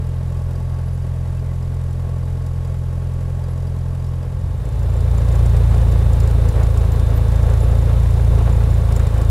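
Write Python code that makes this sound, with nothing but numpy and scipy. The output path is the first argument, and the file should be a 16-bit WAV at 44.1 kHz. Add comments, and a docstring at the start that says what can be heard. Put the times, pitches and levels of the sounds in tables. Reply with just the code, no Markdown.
"""Inside the cabin of a small four-cylinder airplane on the ground. The engine first idles smoothly: summed
exhaust tones over shaped noise, with light fitting ticks and a few squeaks. From about 4 s it dissolves into
the engine at higher power: a lumpy beat, louder gusting propeller wash and a thin whine of steady tones.
One beat fails at about 6.5 s and one at about 9.1 s. Hard clacks, ringing noise bursts, fall throughout but
mostly at power; a few more sine squeaks follow."""
import sys
import numpy as np
from scipy import signal
from scipy.fft import rfft, irfft
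from scipy.io import wavfile

SR = 44100
rng = np.random.default_rng(int(sys.argv[2]) if len(sys.argv) > 2 else 0)


def bounce(signal):
    """Save signal as a 16-bit WAV file at the path given by the first command-line argument."""
    frames = np.transpose(np.atleast_2d(signal))
    limited = np.clip(frames, -1, 1)
    pcm = np.round(limited * 32767).astype(np.int16)
    wavfile.write(sys.argv[1], SR, pcm)


N = 410130
TIME = np.arange(N) / SR
BINS = np.fft.rfftfreq(N, 1 / SR)


def amp(db):
    """Decibels to gain."""
    return 10 ** (np.asarray(db) / 20)


def evened(x):
    """Scales to rms 1."""
    return x / np.sqrt(np.mean(x ** 2) + 1e-20)


def curve(points):
    """Joins rows (s, value) by straight lines over time."""
    return np.interp(TIME, *np.transpose(points))


def spectrum(points):
    """Joins rows (Hz, value) on a log-frequency axis."""
    hz, value = np.transpose(points)
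    return np.interp(np.log(BINS + 1), np.log(hz + 1), value)


def wander(rate_hz, size=16384):
    """Slow random signal of rms 1, low-passed around rate_hz."""
    hz = np.fft.rfftfreq(size, N / SR / size)
    lowpass = 1 / (1 + (hz / rate_hz) ** 4)
    slow = irfft(rfft(rng.standard_normal(size)) * lowpass)
    return np.interp(np.arange(N) * size / N, np.arange(size), evened(slow))


def add(mix, start_s, sound):
    """Adds a sound into the mix at a time."""
    part = mix[max(round(start_s * SR), 0):][:len(sound)]
    part += sound[:len(part)]


# Engine speed at idle. Each row: time in seconds, speed in revolutions per minute.
IDLE_RPM = [(0.0, 1286.8), (5.3, 1295.2)]
# Exhaust and propeller tones. Each row: multiple of the four-stroke cycle (4 = firing rate), nominal peak in dB.
IDLE_ORDERS = [(2, -46), (3, -40), (4, -26), (5, -46), (6, -64), (7, -44), (8, -20.5), (9, -60),
               (11, -47.5), (12, -22.5), (16, -36.5), (20, -48), (24, -47.5)]
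# Roar through the cabin walls. Each row: frequency in Hz, relative spectral level in dB.
IDLE_ROAR = [(15, 4), (60, 10.5), (170, 7.5), (240, -1.5), (300, 0), (340, -3), (470, 0.5), (620, -0.5),
             (740, -9), (1300, -14), (2200, -20), (4000, -26.5), (7000, -30), (10800, -29.5),
             (15500, -41.5)]
# Cylinders. Each row: place in the cycle (0-1), relative knock in dB, puff of roar (0-1).
IDLE_CYLINDERS = [(.19, -1, 0.34), (.43, 3, 0.6), (.68, 2.5, 0), (.94, -1, 0.3)]


def idling():
    """Smooth four-cylinder beat, wash and light ticks at low engine speed."""
    cycles = crank(IDLE_RPM, start_cycles=.022)
    beat = exhaust(cycles, IDLE_ORDERS, uneven=0.02, blade=0.52, blade_lead_cycles=0.095)
    puffs = puffing(cycles, IDLE_CYLINDERS, lag_cycles=0.041)
    wash = roar(cycles, IDLE_ROAR, puffs, level_db=-34.5, throb=0.054, gust_db=0.92,
                flutter_db=0.87, machinery=0.63, ring=1.28)
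    ticks = rattle(cycles, IDLE_CYLINDERS, level_db=-59.0, spread_db=2.5, decay_s=0.0023, tilt_db=-2.5)
    hits = loose_part(cycles, place=.42, top_db=-38, range_db=19, ring_hz=4810, scatter=0.063)
    return beat + wash + ticks + clacks(hits, level_db=-17, dry=.3)


# Engine speed under power. Each row: time in seconds, speed in revolutions per minute.
POWER_RPM = [(4.5, 1673.1), (5.3, 1721.5), (7.0, 1650.8), (7.5, 1671.5), (8.0, 1700.3), (8.7, 1682.0),
             (9.3, 1620.9)]
# Exhaust and propeller tones. Each row: multiple of the four-stroke cycle (4 = firing rate), nominal peak in dB.
POWER_ORDERS = [(2, -62), (3, -66), (4, -12), (5, -35), (6, -15), (7, -38), (8, -17), (10, -25),
                (12, -35.5), (14, -36.5)]
# Roar through the cabin walls. Each row: frequency in Hz, relative spectral level in dB.
POWER_ROAR = [(15, 4), (60, 14), (190, 1.5), (270, -1.5), (335, -5.5), (410, 1), (520, 0.5), (720, -7),
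              (1300, -14.5), (2500, -22), (5000, -30), (7000, -32.5), (10800, -30.5), (15500, -41)]
# Cylinders. Each row: place in the cycle (0-1), relative knock in dB, puff of roar (0-1).
POWER_CYLINDERS = [(.16, -14, 0), (.41, -1.5, 0.2), (.65, -18, 0.16), (.9, 1.5, 0.06)]
WASH_DB_PER_RPM = 0.011  # a faster propeller blows harder


def powered(recovery=0.59, recovery_rpm=50, even_rpm=1675):
    """Strong and weak firings alternate; the strong ones shake the fittings most."""
    cycles = crank(POWER_RPM, start_cycles=-.054)
    excess_rpm = curve(POWER_RPM) - even_rpm
    # weak cylinders pull harder above even_rpm, less below it
    on_weak = np.sin(2 * np.pi * cycles) ** 2
    strength = (1 + recovery * on_weak * np.tanh(excess_rpm / recovery_rpm)) * misfire()
    beat = exhaust(cycles, POWER_ORDERS, uneven=0.035, blade=0.905, blade_lead_cycles=0.0424) * strength
    puffs = puffing(cycles, POWER_CYLINDERS, lag_cycles=0.064)
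    wash = roar(cycles, POWER_ROAR, puffs, level_db=-25.0, throb=0.04, gust_db=0.83,
                flutter_db=1.5, machinery=0.47, ring=0.89)
    wash = wash * amp(WASH_DB_PER_RPM * excess_rpm)
    ticks = rattle(cycles, POWER_CYLINDERS, level_db=-49.0, spread_db=4.0, decay_s=0.0024, tilt_db=-4.5)
    hits = loose_part(cycles, place=0.33, top_db=-30, range_db=23, ring_hz=7160, scatter=0.103)
    knocks = clacks(hits, level_db=-20, dry=.3)
    return beat + wash + ticks + knocks + whine(level_db=0.5, drift_hz=4.44, flicker=0.42)


def crank(rpm, start_cycles):
    """Running count of four-stroke cycles; each takes two revolutions."""
    return np.cumsum(curve(rpm)) / (2 * 60 * SR) - start_cycles


def once_a_cycle(cycles, place):
    """Times in seconds at which the crank passes one place in its cycle."""
    return np.interp(np.arange(int(cycles[-1])) + place, cycles, TIME)


def exhaust(cycles, orders, uneven, blade, blade_lead_cycles):
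    """Harmonics of the cycle; a blade thump ahead of each firing shifts phases, and strength wavers."""
    beat = np.zeros(N)
    for order, db in orders:
        turn = 2 * np.pi * round(order)
        passing = round(order) % 4 == 0  # two blades pass four times a cycle
        advance = np.angle(1 + passing * blade * np.exp(1j * turn * blade_lead_cycles))
        beat += amp(db) * np.cos(turn * cycles + advance)
    return beat * (1 + uneven * wander(47))


# Strong beats that fail. Each row: time in seconds, share of the beat lost at that time (0-1).
MISFIRES = [(6.53, 0.57), (9.110, 0.49)]


def misfire(length_s=0.014):
    """Gain on the exhaust beat: a Gaussian dip for each failed firing."""
    return 1 - sum(lost * np.exp(-((TIME - s) / length_s) ** 2) for s, lost in MISFIRES)


# Cabin and panel resonances. Each row: frequency in Hz, width in Hz, gain in dB before the ring factor.
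CABIN = [(410, 37, 1.5), (510, 25, 1), (863, 80, 5), (956, 65, -1.5), (1121, 137, 7), (1188, 59, -6),
         (1410, 40, 0.5), (1636, 64, 3), (1870, 25, -0.5), (2120, 48, -0.5), (3820, 120, 3)]
# Stereo width. Each row: frequency in Hz, gain of the side signal in dB.
SIDE_GAIN = [(60, -12), (130, -13.5), (380, -21.5), (700, -17.5), (1300, -19), (2400, -15.5), (4400, -24.5),
             (8100, -9.5), (11000, -7.5), (15000, 2)]
# Stereo balance. Each row: frequency in Hz, left over right gain in dB.
LEFT_LEAN = [(350, 0.5), (700, .5), (2400, 0.4), (5000, -0.5), (9000, .9), (15000, 2)]


def roar(cycles, colour, puffs, level_db, throb, gust_db, flutter_db, machinery, ring,
         gust_low_hz=260, gust_top_hz=2600):
    """Turbulence and engine clatter swell at each firing and in gusts, coloured by the cabin."""
    swell = 1 + throb * np.cos(2 * np.pi * 4 * cycles)
    noise = rng.standard_normal((2, N))
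    noise[0] += machinery * clatter(cycles)  # machinery is in the mid signal only
    air = noise * swell
    surge = evened(puffs * amp(gusting(gust_db) + flutter_db * wander(47)))
    # surges move the body of the roar, hardly its rumble or hiss
    body = BINS ** 2 / (BINS ** 2 + gust_low_hz ** 2) / (1 + (BINS / gust_top_hz) ** 2)
    mid, side = body * rfft(air * surge) + (1 - body) * rfft(air)
    side = side * amp(spectrum(SIDE_GAIN))
    ears = np.array([mid + side, mid - side]) * amp(np.outer([.5, -.5], spectrum(LEFT_LEAN)))
    cabin_db = ring * sum(db / (1 + (2 * (BINS - hz) / width) ** 2) for hz, width, db in CABIN)
    coloured = irfft(ears * amp(spectrum(colour) + cabin_db), N)
    return amp(level_db) * evened(coloured)


PUFF_CYCLES = 0.063  # Gaussian half length, to 1/e


def puffing(cycles, cylinders, lag_cycles):
    """Gain on the roar: each cylinder adds its own puff, a share of a cycle after its knock."""
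    gain = 1
    for place, _, puff in cylinders:
        offset = (cycles - place - lag_cycles + .5) % 1 - .5
        gain = gain + puff * np.exp(-(offset / PUFF_CYCLES) ** 2)
    return gain


# Brief surges of propeller wash. Each row: time in seconds, relative level in dB.
SURGES = [(5.73, 3), (6.6, 2.5), (7.17, 2.2), (7.48, 3.5), (7.9, -0.2), (8.45, 1.5), (9.19, 4.5)]
SURGE_S, GUST_RATE_HZ = 0.054, 6.5  # Gaussian half length to 1/e, gust low-pass


def gusting(gust_db):
    """Relative wash level in dB: slow random gusts and a few brief surges."""
    surges_db = sum(db * np.exp(-((TIME - s) / SURGE_S) ** 2) for s, db in SURGES)
    return gust_db * wander(GUST_RATE_HZ) + surges_db


def clatter(cycles, size=4096):
    """Valves and gears: one stretch of noise repeated every cycle."""
    return evened(np.interp(cycles % 1, np.arange(size) / size, rng.standard_normal(size)))


def rattle(cycles, cylinders, level_db, spread_db, decay_s, tilt_db):
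    """Each cylinder shakes the airframe and knocks its fittings once a cycle."""
    contacts = np.zeros(N)
    for place, knock_db, _ in cylinders:
        times = once_a_cycle(cycles, place)
        for s, (size, late) in zip(times, rng.standard_normal((len(times), 2))):
            hit_db = level_db + knock_db + spread_db * min(size, 1.5)
            add(contacts, s + 0.0016 * late, amp(hit_db) * chatter(decay_s))
    return fittings(contacts, tilt_db)


def chatter(decay_s, tail=0.29, tail_s=0.02):
    """Noise burst of rapid metal contacts with a short cabin echo."""
    t = np.arange(SR // 20) / SR
    strike = (t / decay_s) * np.exp(1 - t / decay_s)
    return rng.standard_normal(len(t)) * (strike + tail * np.exp(-t / tail_s))


# Resonances of the loose fittings. Each row: frequency in Hz, width in Hz, relative gain in dB before the tilt.
FITTINGS = [(5000, 94, -8), (6170, 6100, -6.5), (7270, 180, -1), (7650, 450, -11), (8700, 450, -6.5),
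            (11000, 4000, -23)]


def fittings(contacts, tilt_db):
    """Contacts excite the resonances of the loose fittings; tilt_db is per octave, flat below 3 kHz."""
    ring = 0
    for hz, width, db in FITTINGS:
        ring = ring + amp(db) / (1 + 2j * (BINS - hz) / width) * BINS / (BINS + hz) * 2
    ring = ring * amp(tilt_db * np.log2(np.maximum(BINS, 3000) / 7000))
    return irfft(rfft(contacts) * ring / np.sqrt(np.mean(abs(ring) ** 2)), N)


def loose_part(cycles, place, top_db, range_db, ring_hz, scatter):
    """A part thrown once a revolution, mostly gently, at times hard: rows (s, nominal dB, ring Hz)."""
    times = np.append(once_a_cycle(cycles, place), once_a_cycle(cycles, place + .5))
    gentle, detune = rng.random((len(times), 2)).T
    hit_db = top_db - range_db * np.sqrt(gentle)
    return np.transpose([times, hit_db, ring_hz * (1 + scatter * detune ** 4)])


def clacks(hits, level_db=-12.0, decay_s=0.002, dry=0.63, ring_db=0, ring_s=0.0051):
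    """Harder knocks: a bare click, the fittings at large, and one part that rings out."""
    contacts, rings, t = np.zeros(N), np.zeros(N), np.arange(SR // 20) / SR
    build_and_die = np.exp(-t / ring_s) - np.exp(-t / decay_s)
    for s, db, hz in hits:
        add(contacts, s, amp(db + level_db) * chatter(decay_s))
        add(rings, s, amp(db + ring_db) * build_and_die * np.sin(2 * np.pi * hz * t))
    return fittings(contacts, tilt_db=-2) + dry * contacts + rings


# Whine, likely of gyro instruments. Each row: frequency in Hz, rms level in dB before level_db and panning.
WHINE = [(3548, -63), (3628, -62.5), (3671, -63), (3973, -67), (4151, -66), (3870, -72)]


def whine(level_db, drift_hz, flicker):
    """High sines wavering in pitch and level, leaning alternately left and right."""
    out = np.zeros((2, N))
    for k, (hz, db) in enumerate(WHINE):
        phase = 2 * np.pi * np.cumsum(hz + drift_hz * wander(11.4)) / SR
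        tone = (1 + flicker * wander(21)) * np.sin(phase)
        pan_db = (-1) ** k * 1.2 * np.array([1, -1])
        out += np.outer(amp(db + pan_db), tone)
    return amp(level_db) * np.sqrt(2) * out


# Thin squeaks. Each row: start in seconds, centre frequency in Hz, peak level in dB.
SQUEAKS = [(.85, 11100, -55), (.92, 11100, -54), (1.358, 2650, -53), (1.483, 2040, -53), (3.49, 11100, -54),
           (4.06, 5400, -57), (6.908, 14150, -47), (7.148, 14150, -42), (7.608, 11000, -44)]
SQUEAK_S = 0.044


def squeaks(waver_hz=45):
    """Brief, faint, high sines of unsteady pitch with smooth ends."""
    out, waver = np.zeros(N), waver_hz * wander(150)
    for s, hz, db in SQUEAKS:
        pitch = hz + waver[round(s * SR):][:round(SQUEAK_S * SR)]
        envelope = signal.windows.tukey(len(pitch), .7)
        add(out, s, amp(db) * envelope * np.sin(2 * np.pi * np.cumsum(pitch) / SR))
    return out


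# Fade from idle to power. One row: start in seconds, end in seconds.
DISSOLVE = (4.145, 5.46)
# The loudest rattles. Each row: time in seconds, nominal level in dB, ring frequency in Hz.
CLACKS = [(2.4622, -41, 4930), (2.6468, -43, 4840), (4.7925, -40, 7220), (5.3531, -36, 7230),
          (5.4599, -37, 9060), (6.2002, -35, 7220), (6.4846, -36, 7160), (6.6292, -37, 7100),
          (6.9181, -35, 7160), (8.921, -36, 9400), (8.9619, -28.5, 7000), (9.215, -34, 7600)]


def scene():
    """Linear crossfade from idle to higher power, with clacks and squeaks throughout."""
    share = np.interp(TIME, DISSOLVE, [0, 1])
    return (1 - share) * idling() + share * powered() + clacks(CLACKS) + squeaks()


EDGE_HZ = 15750


def record(dry):
    """Steep linear-phase low-pass at EDGE_HZ."""
    lowpass = signal.firwin(511, EDGE_HZ, window=("kaiser", 9), fs=SR)
    return signal.oaconvolve(dry, lowpass[None], "same")


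dry = scene()
out = record(dry)
bounce(out)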